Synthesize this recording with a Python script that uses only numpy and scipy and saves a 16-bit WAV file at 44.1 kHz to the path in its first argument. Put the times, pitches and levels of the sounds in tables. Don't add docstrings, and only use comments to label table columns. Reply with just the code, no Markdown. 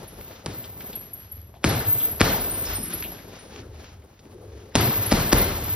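import sys
import numpy as np
from scipy import signal
from scipy.fft import rfft, irfft, next_fast_len
from scipy.io import wavfile
from scipy.ndimage import uniform_filter1d

SR = 44100
rng = np.random.default_rng(int(sys.argv[2]) if len(sys.argv) > 2 else 0)


def to_wav(s):
    ch = np.atleast_2d(s).T
    pcm = np.round(np.clip(ch, -1, 1) * 32767)
    wavfile.write(sys.argv[1], SR, pcm.astype(np.int16))


N = 253619

# (time [s], force [dB], crack [dB], second slap re first [dB], its delay [s], kind)
PUNCHES = [(0.461, -38.5, -17.5, -11, 0.0028, "straight"), (1.6425, -22.5, -7, -7, 0.0044, "straight"),
           (2.2078, -22.5, -6, 3.5, 0.0054, "hook"), (4.754, -22, -4.5, -4, 0.0041, "straight"),
           (5.1201, -22, -8, -2.5, 0.0047, "hook"), (5.3274, -22, -6, -0.5, 0.0027, "hook")]
BLOW_KINDS = {"straight": (9.9, 3.1, -23, -12, (0.0237, 122, 0.81)),
              "hook": (15.7, -18, 2.5, 1.5, (.015, 62, -6.5))}
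FULL_DB, LEAD_IN_S = -21, .03
THUD_SLOPE, DEEP_SLOPE = 0.88, 3.3


def punch(force_db, crack_db, second_db, delay, kind):
    thud_db, throb_db, heave_db, hiss_db, pulse = BLOW_KINDS[kind]
    over_db = force_db - FULL_DB
    deep_db = FULL_DB + DEEP_SLOPE * over_db
    t = np.arange(SR // 2) / SR - LEAD_IN_S
    age = np.maximum(t, 0)
    slap, noise = rng.standard_normal((2, len(t)))
    swell = np.exp(-(np.minimum(t + 0.0024, 0) / 0.0067) ** 2 - age / 0.0004)
    hiss = evened(colour(noise, RUSTLE_EQ)) * swell
    return (gain_of(crack_db) * crack(t, age, slap, second_db, delay)
            + gain_of(deep_db + hiss_db) * hiss
            + gain_of(FULL_DB + thud_db + THUD_SLOPE * over_db) * thud(t, age, noise, *pulse)
            + gain_of(deep_db + heave_db) * heave(age)
            + gain_of(force_db + throb_db) * throbs(t))


# (frequency [Hz], level [dB])
SLAP_EQ = [(200, 12), (1200, 4), (2500, -0.5), (4200, -1), (6000, -2), (9000, -4), (13000, -34)]
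SNAP_S, STUTTER_S = .00028, .0017


def crack(t, age, noise, second_db, delay):
    rises = [np.maximum((t - s) / SNAP_S, 0) for s in (0, delay, delay + STUTTER_S)]
    first, second, stutter = (rise * np.exp(1 - rise) for rise in rises)
    tail = (t > 0) * gain_of(-14 - 60 * age / 0.063)
    return evened(colour(noise, SLAP_EQ)) * (first + gain_of(second_db) * (second + stutter) + tail)


# (pitch [Hz], level re thud [dB], t60 [s])
LEATHER_MODES = [(176, -8, 0.053), (332, -15, 0.036)]
ARM_MODES = [(2090, -25, 0.72), (4160, -23.5, 0.64)]


def thud(t, age, noise, pulse_s, pulse_hz, pulse_db):
    turns = np.cumsum((t > 0) * (245 + 1600 * np.exp(-age / 0.001027))) / SR
    knock = np.sin(2 * np.pi * turns) * bump(t - 0.0045, 0.0035)
    leather = ring(LEATHER_MODES, age) * (1 - bump(age, 0.00097))
    pulse = gain_of(pulse_db) * np.cos(2 * np.pi * pulse_hz * (t - pulse_s)) * bump(t - pulse_s, 0.0052)
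    arm = ring(ARM_MODES, age) * (1 - np.exp(-age / 0.079)) * evened(uniform_filter1d(noise, size=900))
    return knock + leather - pulse + arm


# (pitch [Hz], level [dB], t60 [s])
HEAVE_MODES = [(39.4, -4.5, 1), (60, -3, 0.13)]


def heave(age):
    return ring(HEAVE_MODES, age) * (1 - np.exp(-age / 0.0043))


# (delay [s], pitch [Hz], level [dB])
THROBS = [(0.063, 105, -0.5), (.13, 116, -1.5), (.245, 105, -3), (0.323, 111, -9.5)]
THROB_S = 0.014


def throbs(t):
    return sum(gain_of(db) * np.sin(2 * np.pi * hz * (t - s)) * bump(t - s, THROB_S)
               for s, hz, db in THROBS)


# (frequency [Hz], level [dB])
BOOM_EQ = [(45, 10), (100, 17), (200, 13.5), (400, 10), (1000, 2.5), (2500, -2.5), (5000, -4.5),
           (9000, -10), (13000, -17.5)]


def boom(force_db):
    tail = colour(hall(), BOOM_EQ)
    return gain_of(force_db) * tail / np.sqrt(np.mean(tail[:, :SR // 10] ** 2))


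# (time [s], level [dB], pitch [Hz])
CLINKS = [(0.073, -35, 10370), (0.076, -34, 11500), (0.863, -29.5, 11650), (0.952, -17.5, 11650),
          (1.1314, -20.5, 11650), (1.3145, -22, 11700), (1.687, -17.5, 11460), (1.924, -20.5, 11850),
          (2.014, -22, 11630), (2.1106, -16, 11550), (2.403, -24.5, 11000), (2.5073, -18.5, 9180),
          (2.535, -22, 9500), (2.657, -30.5, 5310), (2.73, -19.5, 12080), (2.748, -21, 9080),
          (2.7594, -20.5, 9470), (2.8284, -17, 11300), (2.927, -27, 10800), (2.9338, -15.5, 11480),
          (3.0265, -25, 11500), (3.1154, -26.5, 11630), (3.388, -38.5, 9730), (4.806, -15, 11550),
          (5.06, -15, 11330), (5.3763, -20, 10970), (5.635, -22, 11550)]
SLIPS_PER_S, SLIP_DB, SLIP_HZ, SLIP_SPREAD_HZ = 4, 2, 11450, 150


def clink(db, hz):
    t = np.arange(SR // 4) / SR
    judder, waver = (evened(uniform_filter1d(v, size=60)) for v in rng.standard_normal((2, len(t))))
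    bend = (hz > 8000) * 0.031 * (.3 - np.exp(-t / 0.0136))
    turns = np.cumsum(hz * (1 + bend + 0.0091 * waver)) / SR
    envelope = gain_of(db - 60 * t * hz / 780 + 1.2 * judder) * np.minimum(t / 0.0086, 1)
    return envelope * np.sin(2 * np.pi * turns)


# (time [s], level [dB], length [s])
SHAKES = [(0, -54, 0.044), (0.15, -43, 0.11), (0.5, -37.5, 0.26), (0.77, -37, 0.17), (1.71, -23.5, 0.12),
          (1.841, -20.5, 0.21), (2.204, -23, 0.89), (4.782, -21.5, 0.37), (5.174, -19.5, 0.77)]
SHAKE_RISE_S, SAG_DB_PER_S, STOP_DB_PER_S, REST_DB = 0.05, 21.5, 80, -69


def shaking():
    s, db, length = np.array(SHAKES).T[:, :, None]
    t = np.arange(N) / SR - s
    attack = np.clip(t / SHAKE_RISE_S, 0, 1) ** 2
    fall_db = SAG_DB_PER_S * t + STOP_DB_PER_S * np.maximum(t - length, 0)
    return gain_of(REST_DB) + (attack * gain_of(db - np.maximum(fall_db, 0))).sum(0)


# (pitch [Hz], width [Hz], level [dB])
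LINK_MODES = [(13200, 90, -10), (13340, 75, 0), (13520, 80, -5), (13720, 80, -7)]
# (frequency [Hz], level [dB])
JINGLE_EQ = [(12900, -40), (13100, 0), (13850, 0), (14050, -40)]
FIZZ_EQ = [(5000, -18), (7500, 22), (9300, 14), (11500, 10), (12300, 22), (13300, -26)]


def chain(shake):
    jingle = shake * evened(colour(resonate(grainy(2.9, 0.065), LINK_MODES), JINGLE_EQ))
    fizz = gain_of(-20.5) * shake ** 0.94 * evened(colour(grainy(3.1, 0.023), FIZZ_EQ))
    return jingle + fizz


# (time [s], level [dB], centre [Hz], decay time [s])
SCUFFS = [(0.211, -43, 3030, 0.0028), (0.311, -48.5, 1220, 0.005), (0.641, -41.5, 3600, 0.013),
          (0.8066, -40, 2360, 0.0087), (0.93, -43, 3450, 0.02), (1.541, -48.5, 694, 0.031),
          (2, -40.5, 3330, 0.042), (2.653, -36, 5560, 0.021), (2.781, -35, 214, 0.14),
          (2.932, -35.5, 332, 0.027), (3.025, -31, 1920, 0.0052), (3.04, -37, 2840, 0.021),
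          (3.388, -46.5, 2070, 0.0064), (3.542, -40, 336, 0.12), (3.561, -42.5, 3260, 0.0071),
          (4.192, -52, 4400, 0.01), (3.844, -47, 2770, 0.0094), (4.2546, -47, 295, 0.071),
          (4.344, -46, 403, 0.54)]
BRUSHES_PER_S, BRUSH_DB, BRUSH_HZ, BRUSH_S = 2, -4, (1000, 4000), (.005, .03)


def scuff(db, hz, length):
    t = np.arange(0, .05 + 4 * length, 1 / SR)
    wide = 1 + 120 / hz + .006 / length
    band = [(hz / wide ** 4, -70), (hz / wide, -6), (hz, 0), (hz * wide, -6), (hz * wide ** 4, -70)]
    tick_band = [(hz * (f / hz) ** 3, level) for f, level in band]
    brush = evened(colour(rng.standard_normal(len(t)), band))
    tick = evened(colour(colour(rng.standard_normal(len(t)), RUSTLE_EQ), tick_band))
    tick *= 2 * np.exp(-t / 0.0018 - length / 0.28)
    return gain_of(db) * (np.minimum(t / 0.004, 1) * np.exp(-t / length) * brush + tick)


# (time [s], bracket hum [dB], stir of bag and clothes [dB])
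MOTION = [(0, -54, -42.5), (.42, -53, -49), (.95, -47, -44), (1.25, -53, -55.5), (1.5, -42.5, -56.5),
          (2.0, -50, -41.5), (2.72, -39.5, -37.5), (2.86, -45.5, -41.5), (3.45, -56.5, -47.5),
          (3.8, -43.5, -47.5), (4.1, -56, -55), (4.25, -43, -51.5), (4.7, -49, -52), (5.05, -37, -34),
          (5.75, -29.5, -39.5)]


def motion():
    times, *faders = np.transpose(MOTION)
    return [gain_of(np.interp(np.arange(N) / SR, times, db)) for db in faders]


# (pitch [Hz], width [Hz], level [dB])
BRACKET_MODES = [(75.5, 10.5, -2), (94.5, 24, -0.5)]


def bracket(hum):
    return hum * resonate(grainy(flicker_db=4, grain_s=0.05), BRACKET_MODES)


# (frequency [Hz], level [dB])
CREAK_EQ = [(100, -5.5), (170, -2), (330, -4.5), (450, -4.5), (800, -11), (2500, -30)]
SWAY_HZ, SWAY_WIDTH_HZ, SWAY_DB = 46.4, 11, -10


def swinging_bag(stir):
    sway = gain_of(SWAY_DB) * resonate(grainy(3.5, 0.14), [(SWAY_HZ, SWAY_WIDTH_HZ, 0)])
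    creak = evened(colour(grainy(3.1, .02), CREAK_EQ))
    return stir * (sway + creak)


# (frequency [Hz], level [dB])
RUSTLE_EQ = [(300, -18), (800, -4), (1500, -2), (3000, -4), (5000, -6.5), (7000, -7), (10000, -143)]
RUSTLE_DB, STIR_MID_DB, RUSTLE_SLOPE = -52, -47, 1.3


def clothes(stir):
    level = gain_of(RUSTLE_DB) * (stir / gain_of(STIR_MID_DB)) ** RUSTLE_SLOPE
    return level * evened(colour(grainy(4.3, 0.11), RUSTLE_EQ))


# (frequency [Hz], t60 [s])
HALL_DECAY = [(60, 0.64), (250, 0.76), (1500, 0.93), (4000, 0.85), (12000, 0.51)]


def hall():
    taps = np.zeros((2, 3 * SR // 2))
    slots = np.arange(400, taps.shape[1] - 16, 16)
    at = slots + rng.integers(0, 16, (2, len(slots)))
    np.put_along_axis(taps, at, rng.choice([-1., 1.], at.shape), 1)
    hz, t, bands = signal.stft(taps, SR, nperseg=512)
    ripple_db = 2.16 * evened(uniform_filter1d(rng.standard_normal(bands.shape[1:]), size=9, axis=0))
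    decay_db = 60 * t / read(HALL_DECAY, hz)[:, None]
    tail = signal.istft(bands * gain_of(ripple_db - decay_db), SR, nperseg=512)[1]
    tail *= 1 - 0.52 * bump(np.arange(tail.shape[1]) / SR, 0.032)
    return tail / np.linalg.norm(tail[0])


# (frequency [Hz], level [dB])
AIR_EQ = [(25, -55), (97, -11.5), (217, -27), (4870, -56), (7310, -70), (10100, -93), (14000, -96)]
AIR_DB = -56.5


def air():
    return gain_of(AIR_DB) * evened(colour(grainy(0.67, 0.046), AIR_EQ))


# (frequency [Hz], likeness [0-1])
PORT_LIKENESS = [(100, 1), (250, 0.99), (500, 0.79), (3000, 0.24), (7000, 1), (12000, 0.97)]
# (frequency [Hz], phase [rad])
PORT_PHASE = [(150, 0), (1030, -.5), (1810, -.1), (4050, -.9), (5800, -1.5), (7000, -3.1), (8300, -3.1),
              (10100, -.2), (12300, .3), (12700, 2.7)]
# (frequency [Hz], level [dB])
PORT_BALANCE = [(100, 0.5), (270, 0.5), (700, 6.5), (1300, 3), (2400, 0.5), (8000, 1)]


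def ports(direct, spread):
    size = next_fast_len(N)
    hz = np.fft.rfftfreq(size, 1 / SR)
    likeness = np.clip(read(PORT_LIKENESS, hz), 0, 1)
    centre = rfft(direct, size)
    shared, apart = rfft(spread, size)
    shift = gain_of(read(PORT_BALANCE, hz) / 2) * np.exp(.5j * read(PORT_PHASE, hz))
    left = (centre + shared) * shift
    right = (centre + likeness * shared + np.sqrt(1 - likeness ** 2) * apart) / shift
    return irfft(np.array([left, right]), size)[:, :N]


def gain_of(db):
    return 10 ** (np.asarray(db) / 20)


def evened(x):
    return x / np.sqrt(np.mean(x ** 2) + 1e-20)


def bump(t, width):
    return np.exp(-(t / width) ** 2)


def read(points, hz):
    f, value = np.transpose(points)
    return np.interp(np.log(hz + 1), np.log(f + 1), value)


def add(mix, s, sound):
    part = mix[round(s * SR):][:len(sound)]
    part += sound[:len(part)]


def colour(x, points):
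    size = next_fast_len(x.shape[-1])
    gain = gain_of(read(points, np.fft.rfftfreq(size, 1 / SR)))
    return irfft(rfft(x, size) * gain, size)[..., :x.shape[-1]]


def ring(modes, t):
    return sum(gain_of(db - 60 * t / t60) * np.sin(2 * np.pi * hz * t) for hz, db, t60 in modes)


def resonate(x, modes):
    out = 0
    for hz, width, db in modes:
        carrier = np.exp(2j * np.pi * hz * np.arange(x.shape[-1]) / SR)
        pole = np.exp(-np.pi * width / SR)
        slow = signal.lfilter([1], np.convolve([1, -pole], [1, -pole]), x / carrier)
        out = out + gain_of(db) * evened((carrier * slow).real)
    return evened(out)


def grainy(flicker_db, grain_s):
    flicker = evened(uniform_filter1d(rng.standard_normal(N), max(round(grain_s * SR), 1)))
    return rng.standard_normal((2, N)) * gain_of(flicker_db * flicker)


def scene():
    hum, stir = motion()
    shake = shaking()
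    near, links = np.zeros((2, N))
    spread = air() + bracket(hum) + swinging_bag(stir) + clothes(stir) + chain(shake)
    for s, force_db, *row in PUNCHES:
        add(near, s - LEAD_IN_S, punch(force_db, *row))
        add(spread.T, s, boom(force_db).T)
    for s, *row in SCUFFS:
        add(near, s, scuff(*row))
    for s, *row in CLINKS:
        add(links, s, clink(*row))
    for when, pitch, length in rng.random((round(BRUSHES_PER_S * N / SR), 3)):
        at = int(when * N)
        brush = scuff(BRUSH_DB, np.interp(pitch, (0, 1), BRUSH_HZ), np.interp(length, (0, 1), BRUSH_S))
        add(near, at / SR, stir[at] * brush)
    for when, pitch, size in rng.random((round(SLIPS_PER_S * N / SR), 3)):
        at = int(when * N)
        slip = clink(SLIP_DB, SLIP_HZ + SLIP_SPREAD_HZ * (2 * pitch - 1))
        add(links, at / SR, size * shake[at] * slip)
    echo = gain_of(-2.5) * signal.fftconvolve(links[None], hall(), axes=1)[:, :N]
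    return ports(near + links, spread + echo)


LOW_CUT_HZ, CEILING, HIGH_CUT_HZ = 33, .95, 16100


def record(dry):
    low_cut = signal.butter(3, LOW_CUT_HZ, "high", fs=SR, output="sos")
    soft = CEILING * np.tanh(signal.sosfilt(low_cut, dry) / CEILING)
    high_cut = signal.firwin(511, HIGH_CUT_HZ, window=("kaiser", 9), fs=SR)
    return signal.oaconvolve(soft, high_cut[None], "same")


dry = scene()
out = record(dry)
to_wav(out)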